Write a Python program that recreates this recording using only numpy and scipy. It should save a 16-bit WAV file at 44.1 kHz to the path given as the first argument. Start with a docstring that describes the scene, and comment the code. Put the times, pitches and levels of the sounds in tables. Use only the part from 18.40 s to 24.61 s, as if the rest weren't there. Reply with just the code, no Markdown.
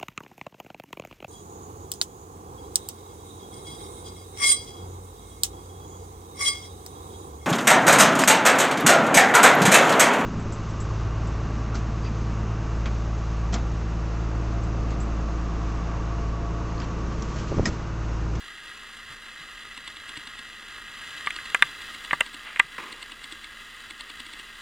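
"""A spring-wound rotisserie on a table in a small room, close to a stereo microphone, heard slightly right.
From the start, gear teeth chatter through the iron housing in a pattern that repeats with the governor
shaft, over room rumble, a thin whine and hiss. The table bumps softly; from 1.4 s rough teeth catch in runs
of small ticks. Near 3 s the spit begins to slip and clack in its bearings, and the sound shifts to the
centre. Just after 4 s the spit drags and drops, a dull shudder dies away, and the gears run on."""
import sys
import numpy as np
from scipy import signal
from scipy.fft import rfft, irfft
from scipy.io import wavfile
from scipy.ndimage import uniform_filter1d, minimum_filter1d, map_coordinates

SR = 44100
rng = np.random.default_rng(int(sys.argv[2]) if len(sys.argv) > 2 else 0)


def output_pcm(signal):
    """Save a mono or channel-first signal as 16-bit PCM at the path in sys.argv[1].

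    Samples are clipped to [-1, 1] before scaling.
    """
    pcm = np.clip(np.atleast_2d(signal).T, -1, 1) * 32767
    wavfile.write(sys.argv[1], SR, np.round(pcm).astype(np.int16))


N = 273861
T = np.arange(N) / SR
F = np.maximum(np.arange(N // 2 + 1) * SR / N, 1)

# Load on the gear train, heard as the level of its whirr. Each row: time in seconds, level in dB.
GEAR_LOAD = [(0.0, -44), (0.53, -43.5), (0.74, -43.5), (1.24, -43), (1.92, -43.5), (3.04, -39.5),
             (3.53, -40.5), (4.12, -45), (5.26, -44), (6.21, -44)]
# Resonances of the iron housing. Each row: centre in Hz, width in Hz, gain in dB.
HOUSING_MODES = [(1091, 96, -8), (1238, 70, -1.5), (1396, 120, -4), (1645, 106, 1), (1882, 98, 2),
                 (2032, 122, 0), (2370, 180, -15), (2604, 84, -3), (2805, 134, -5.5), (3073, 256, -5.5),
                 (3406, 260, -5.5), (3924, 172, -6), (4450, 450, -16), (4900, 280, -14.5),
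                 (5820, 620, -21.5), (7110, 980, -19.5), (8380, 350, -23), (8970, 320, -19),
                 (9910, 410, -21.5)]
# The housing's broad radiation between resonances. Each row: frequency in Hz, gain in dB.
PANEL_COLOUR = [(60, -36), (200, -18.5), (300, -14), (650, -19), (900, -15), (1500, -12.5), (4500, -23),
                (6000, -30.5), (10500, -29.5), (15500, -34.5)]
# Partials of the thin whine. Each row: frequency in Hz, rms level in dB.
WHINE_PARTIALS = [(226, -67.5), (2005, -62.5), (2808, -60.5), (5615, -78), (8021, -75), (8823, -84),
                  (11364, -95)]
# Rumble of the room's air. Each row: frequency in Hz, gain in dB.
AIR_COLOUR = [(10, -15), (29, -4.5), (40, -1.5), (60, -10), (87, -6.5), (115, -13), (160, -14), (400, -17),
              (1000, -25.5), (15000, -38.5)]
# Soft bumps in the table top. Each row: start in seconds, level in dB, seconds to fall 60 dB.
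TABLE_BUMPS = [(.70, -47.5, 0.14), (1.001, -51, 0.072), (1.77, -50, .1), (3.236, -48, 0.098),
               (3.74, -52, 0.21), (4.245, -52, .2)]
# Runs along the rough teeth. Each row: start in seconds, gain in dB, length in seconds (0 for one tooth).
CATCH_RUNS = [(1.377, .7, .45), (1.874, -1, 0), (1.992, -1.5, 0), (2.863, 1.5, .25), (3.102, -1.5, 0),
              (3.419, -1, 0), (3.548, -1, .45), (4.527, .5, .6), (5.508, 1, .25), (5.803, 1, 0),
              (5.866, -3, 0), (5.936, -2, 0), (5.997, -3, 0)]
# The rough teeth, always in this rhythm. Each row: delay into the run in seconds, level in dB,
# then treble tick and table thump in dB against the tooth's ring.
CATCH_RHYTHM = [(0, -38.5, -11.5, -12.5), (.101, -36.5, -12, -18), (.193, -40, -15.5, -14.5),
                (.316, -38, -11.5, -15), (.397, -37.5, -10, -8), (.517, -39.5, -15, -21)]
# Resonances of a caught tooth. Each row: centre in Hz, width in Hz, gain in dB.
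TOOTH_MODES = [(1057, 230, -5.5), (2130, 310, -1.5), (2820, 260, 2), (3445, 360, 0.5), (4140, 850, -6)]
# Blows of the spit on its bearing. Each row: time in seconds, level in dB, centre of the ring in Hz,
# accented frequency in Hz, its lift in dB, crack and thud in dB against the ring, slip rise in seconds.
SPIT_BLOWS = [(2.8718, -21.5, 1850, 1240, 8, -25, -38, .0008), (2.906, -29, 3100, 3200, 4, -18, -42, .0014),
              (2.987, -34.5, 1500, 1400, 5, -26, -25, .0003),
              (3.1465, -15.5, 1850, 1600, 6, -14.5, -20, .0001),
              (3.2233, -8, 2200, 3620, 11, -21.5, -24, .0001),
              (3.7096, -23, 2000, 1900, 7, -36, -20, .0008), (3.7307, -17, 1150, 1400, 6, -28, -10, .0001),
              (3.808, -15.5, 1900, 2740, 11, -15.5, -15, .0012),
              (4.160, -31, 2250, 2450, 3, -25, -18, .0007), (4.172, -36, 2200, 2740, 4, -23, -22, .002),
              (4.1976, -10, 1700, 2090, 6, -23, -21, .0016), (4.382, -36, 1400, 1780, 6, -30, -20, .0003)]
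# Modes of spit and bearing. Each row: frequency in Hz, gain in dB, seconds to fall 60 dB.
SPIT_MODES = [(572, -7.5, 0.018), (800, -17, 0.035), (972, -8.5, 0.033), (1180, -4.5, 0.045),
              (1400, -13, 0.039), (1600, -0.5, 0.027), (1780, 2.5, .022), (1953, 3, 0.02), (2090, 4, 0.025),
              (2450, 1.5, 0.016), (2740, -3.5, 0.02), (3200, 1.5, 0.011), (3620, -6, 0.017)]
# The broad knock in a clack. Each row: frequency in Hz, gain in dB.
KNOCK_COLOUR = [(60, -31), (150, -20), (500, -40), (900, 0), (1800, 6), (3100, 5), (4300, -11.5),
                (6000, -23), (10000, -25), (15500, -28)]
# The table's thud under a blow. Each row: frequency in Hz, gain in dB.
THUD_COLOUR = [(30, -9), (80, -7), (150, -1.5), (210, -4.5), (300, -3), (480, 1), (750, 1.5), (1100, 8.5),
               (2000, -20), (15000, -62)]
# The dull shudder. One row: start in seconds, starting level of its tail in dB, seconds to fall 60 dB.
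SHUDDER_EVENT = (4.381, -37.5, 0.97)
# The shudder's rattle. Each row: frequency in Hz, gain in dB.
RATTLE_COLOUR = [(100, -19), (250, -3), (450, -2), (700, -15), (1050, 3), (1500, -7), (2200, -2.5),
                 (3300, -12), (5000, -22), (15000, -36)]


def undb(db):
    """Decibels to gain."""
    return 10 ** (np.asarray(db) / 20)


def level(x, db):
    """Scale to an rms level."""
    return x * undb(db) / np.sqrt(np.mean(x ** 2))


def burst_level(x, db):
    """Scale a short sound so that its energy, packed into 10 ms, has this rms level."""
    return x * undb(db) / np.sqrt(np.sum(x ** 2) / (SR / 100))


def slope(points):
    """Gain against frequency through (Hz, dB) points."""
    hz, db = np.transpose(points)
    return undb(np.interp(np.log(F), np.log(hz), db))


def peaks(rows):
    """Gain against frequency of steep (Hz, width in Hz, dB) resonances."""
    return np.sqrt(sum(undb(db) ** 2 / (1 + ((F - hz) / width * 2) ** 4) for hz, width, db in rows))


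def response(gain, size=2048):
    """Minimum-phase impulse response with that gain."""
    log_gain = np.log(np.interp(np.arange(size + 1) * SR / (2 * size), F, gain) + 1e-6)
    cepstrum = irfft(log_gain)[:size]
    cepstrum[1:] *= 2
    return irfft(np.exp(rfft(cepstrum, 2 * size)))[:size]


def through(x, ring):
    """Pass a sound through an impulse response."""
    return signal.fftconvolve(x, ring)[:len(x)]


def noise(size=N):
    """White noise."""
    return rng.standard_normal(size)


def walk(rate_hz):
    """A smooth random wander with a spread near 1."""
    knots = noise(int(rate_hz * N / SR) + 2)
    return np.interp(T * rate_hz, np.arange(len(knots)), knots)


def add(out, sound, start_s):
    """Mix a short sound in at its start time."""
    start = int(start_s * SR)
    out[start:start + len(sound)] += sound[:N - start]


def gears(load_db, shaft_hz=10.26, teeth=60, pattern_db=1.22, scatter_db=0.5, wobble_db=1.06):
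    """Each tooth strikes, then rubs, ringing the housing; uneven teeth and a flutter repeat every turn."""
    turns = np.cumsum(shaft_hz * (1 + .008 * walk(2))) / SR
    mesh = turns * teeth
    tooth = mesh.astype(int)
    flutter_db = 1.3 * np.sin(2 * np.pi * 5 * turns)  # five beats a turn
    force = undb(pattern_db * noise(teeth)[tooth % teeth] + scatter_db * noise()[tooth] + flutter_db)
    strikes = np.diff(tooth, prepend=0) * np.sign(noise())  # backlash: either flank may hit
    rubbing = noise() * np.exp(-(mesh % 1) / 0.65)
    drive = force * (level(strikes, -7) + level(rubbing, -1)) * undb(wobble_db * walk(14))
    housing = response(np.hypot(peaks(HOUSING_MODES), slope(PANEL_COLOUR)))
    whirr = level(through(drive, housing), 0.03)
    treble = signal.sosfilt(signal.butter(1, 3000, "high", fs=SR, output="sos"), whirr)
    return (whirr + (undb(1) - 1) * treble) * undb(load_db)  # treble lifted 1 dB


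def walls(x, wet_db=-27, t60=0.17):
    """The small room's walls return a weak, short tail to the close microphone."""
    t = np.arange(SR // 3) / SR
    tail = noise(len(t)) * undb(-60 * t / t60) * (t > .006)
    return through(x, tail / np.linalg.norm(tail)) * undb(wet_db)


def room_tone(strain_db, rumble_db=-59, drone_hz=28.5, drone_db=-61):
    """A faintly wavering whine, a low rumble that swells with the load, and a deep drone in it."""
    whine = np.zeros(N)
    for hz, db in WHINE_PARTIALS:
        amplitude = np.sqrt(2) * undb(db + 0.86 * walk(3.98))
        whine += amplitude * np.sin(2 * np.pi * hz * T + .5 * walk(3.2))
    air = through(noise(), response(slope(AIR_COLOUR), size=16384))
    rumble = level(air, rumble_db) * undb(1.1 * strain_db)
    drone = level(np.sin(2 * np.pi * drone_hz * T + 0.54 * walk(3.14)), drone_db)
    return whine + rumble + drone


def table_bumps(centre_hz=120, width_hz=90):
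    """Soft bumps boom in one low resonance of the table top."""
    out, t = np.zeros(N), np.arange(SR // 4) / SR
    table = response(peaks([(centre_hz, width_hz, 0)]))
    for start_s, db, t60 in TABLE_BUMPS:
        push = noise(len(t)) * undb(-60 * t / t60)
        add(out, burst_level(through(push, table), db), start_s)
    return out


def scrape(t, rise_s, fall_s):
    """Friction noise that swells up to t = 0 and dies after it."""
    return noise(len(t)) * np.exp(np.minimum(t / max(rise_s, 1e-5), -t / fall_s))


def tooth_catches(rise_s=0.0018, fall_s=0.0027, bind_s=0.011, thump_hz=295, thump_s=0.011):
    """Rough teeth bind, grind and let go in turn: each a gritty tick with a soft thump in the table."""
    out, t = np.zeros(N), np.arange(-1536, 3072) / SR
    age = np.maximum(t, 0)
    tooth = response(peaks(TOOTH_MODES))
    treble = response(peaks([(8150, 1050, 3), (8600, 5000, -14)]))
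    for start_s, run_db, length_s in CATCH_RUNS:
        for delay_s, db, tick_db, thump_db in CATCH_RHYTHM:
            grit = scrape(t, rise_s, fall_s) + 0.37 * scrape(t, bind_s, fall_s)
            ring = burst_level(through(grit, tooth), 0)
            tick = burst_level(through(grit, treble), tick_db)
            hz = thump_hz * (1 + 0.11 * rng.standard_normal())
            thump = burst_level(np.sin(2 * np.pi * hz * age) * np.exp(-age / thump_s), thump_db)
            if delay_s <= length_s:
                add(out, (ring + tick + thump) * undb(run_db + db), start_s + delay_s + t[0])
    return out


def contact_db(hz, centre_hz, blow_db, thud_db, full_blow_db=-8.5, usual_thud_db=-19):
    """A blow drives most near its centre, and the lows only as far as it reaches the table."""
    focus_db = 3 + 0.3 * (full_blow_db - blow_db)  # softer blows ring more narrowly
    lows_db = .55 * (thud_db - usual_thud_db) * (hz < 1000)
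    return lows_db - focus_db * np.log2(hz / centre_hz) ** 2


def spit_clacks(accent_width_hz=130, onset_s=0.00034, knock_s=0.0023, crack_s=0.00093, thud_s=0.0058):
    """The spit slips and drops against its bearing; the point of contact favours some modes."""
    out, t = np.zeros(N), np.arange(-512, 4096) / SR
    age = t - t[0]
    thud = response(slope(THUD_COLOUR))
    crack = response(peaks([(8220, 1660, 3.5), (8800, 8600, -13.5)]))
    hz, mode_db, t60 = np.transpose(SPIT_MODES)[:, :, None]
    onset = 1 - np.exp(-(age / onset_s) ** 2)  # bending waves need a moment to fill the iron
    for time_s, db, centre_hz, accent_hz, accent_db, crack_db, thud_db, slip_s in SPIT_BLOWS:
        knock = response(slope(KNOCK_COLOUR) * undb(.6 * contact_db(F, centre_hz, db, thud_db)))
        cycles = hz * (1 + .012 * noise(hz.shape)) * age + rng.random(hz.shape)  # modes start out of step
        lift_db = accent_db * np.exp(-((hz - accent_hz) / accent_width_hz) ** 2)
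        envelopes = undb(mode_db + lift_db + contact_db(hz, centre_hz, db, thud_db) - 60 * age / t60)
        ring = np.sum(envelopes * np.sin(2 * np.pi * cycles), axis=0) * onset
        blow = (t == 0) + 0.022 * scrape(t, slip_s, fall_s=.002)  # one impact with a little chatter
        clack = burst_level(through(blow, ring), 0)
        noisy_parts = (knock, knock_s, -7), (crack, crack_s, crack_db), (thud, thud_s, thud_db)
        for colour, fall_s, part_db in noisy_parts:
            clack += burst_level(through(scrape(t, slip_s, fall_s), colour), part_db)
        add(out, burst_level(clack, db), time_s + t[0])
    return out


def spit_drag(peak_s=4.066, peak_db=-39.5, rise_s=.014, fall_s=.1):
    """The spit rubs in its bearing before it drops: a short swell of friction that eases off."""
    bearing = response(peaks([(2200, 2400, 0)]) ** 2)
    rub = level(through(noise(), bearing), peak_db)
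    return rub * np.exp(np.minimum((T - peak_s) / rise_s, (peak_s - T) / fall_s))


def shudder(onset_db=5, onset_s=.006, grain_db=2.5, grain_hz=220):
    """A dull bump with a grainy, rattling tail."""
    start_s, db, t60 = SHUDDER_EVENT
    age = np.maximum(T - start_s, 0)
    grains = noise() * undb(grain_db * walk(grain_hz))
    rattle = level(through(grains, response(slope(RATTLE_COLOUR))), db)
    return rattle * (T > start_s) * undb(onset_db * np.exp(-age / onset_s) - 60 * age / t60)


def scene(shift_start_s=3.08, shift_length_s=0.73, left_lag_ms=.021, hiss_db=-69, wide_hiss_db=-78):
    """Close up at the table: the sound shifts from slightly right to the centre as the left lag closes."""
    load_db = np.interp(T, *np.transpose(GEAR_LOAD))
    strain_db = load_db - load_db.mean()
    centred = np.clip((T - shift_start_s) / shift_length_s, 0, 1)  # 0 slightly right, 1 in the centre
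    machine = gears(load_db) + tooth_catches() + spit_clacks() + spit_drag() + shudder() + table_bumps()
    hiss = noise() * undb(hiss_db + 2.5 * strain_db + 2.5 * centred)
    right = machine + walls(machine) + room_tone(strain_db) + hiss
    lag_samples = left_lag_ms * (1 - centred) * SR / 1000
    left = map_coordinates(right, [np.arange(N) - lag_samples], order=5, mode="nearest")
    # a faint, wide treble hiss that fades out between 3 and 4 s
    wide_hiss = level(np.diff(noise(), prepend=0) * (1 - centred), wide_hiss_db)
    return np.array([left + wide_hiss, right - wide_hiss])


def record(dry):
    """Behind the microphone, a fast limiter holds peaks to full scale; the top is cut at 15.9 kHz."""
    gain = 1 / np.maximum(np.abs(dry).max(axis=0), 1)
    gain = uniform_filter1d(minimum_filter1d(gain, size=25), size=25)
    return signal.sosfilt(signal.ellip(10, .2, 70, 15900, fs=SR, output="sos"), dry * gain)


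dry = scene()
out = record(dry)
output_pcm(out)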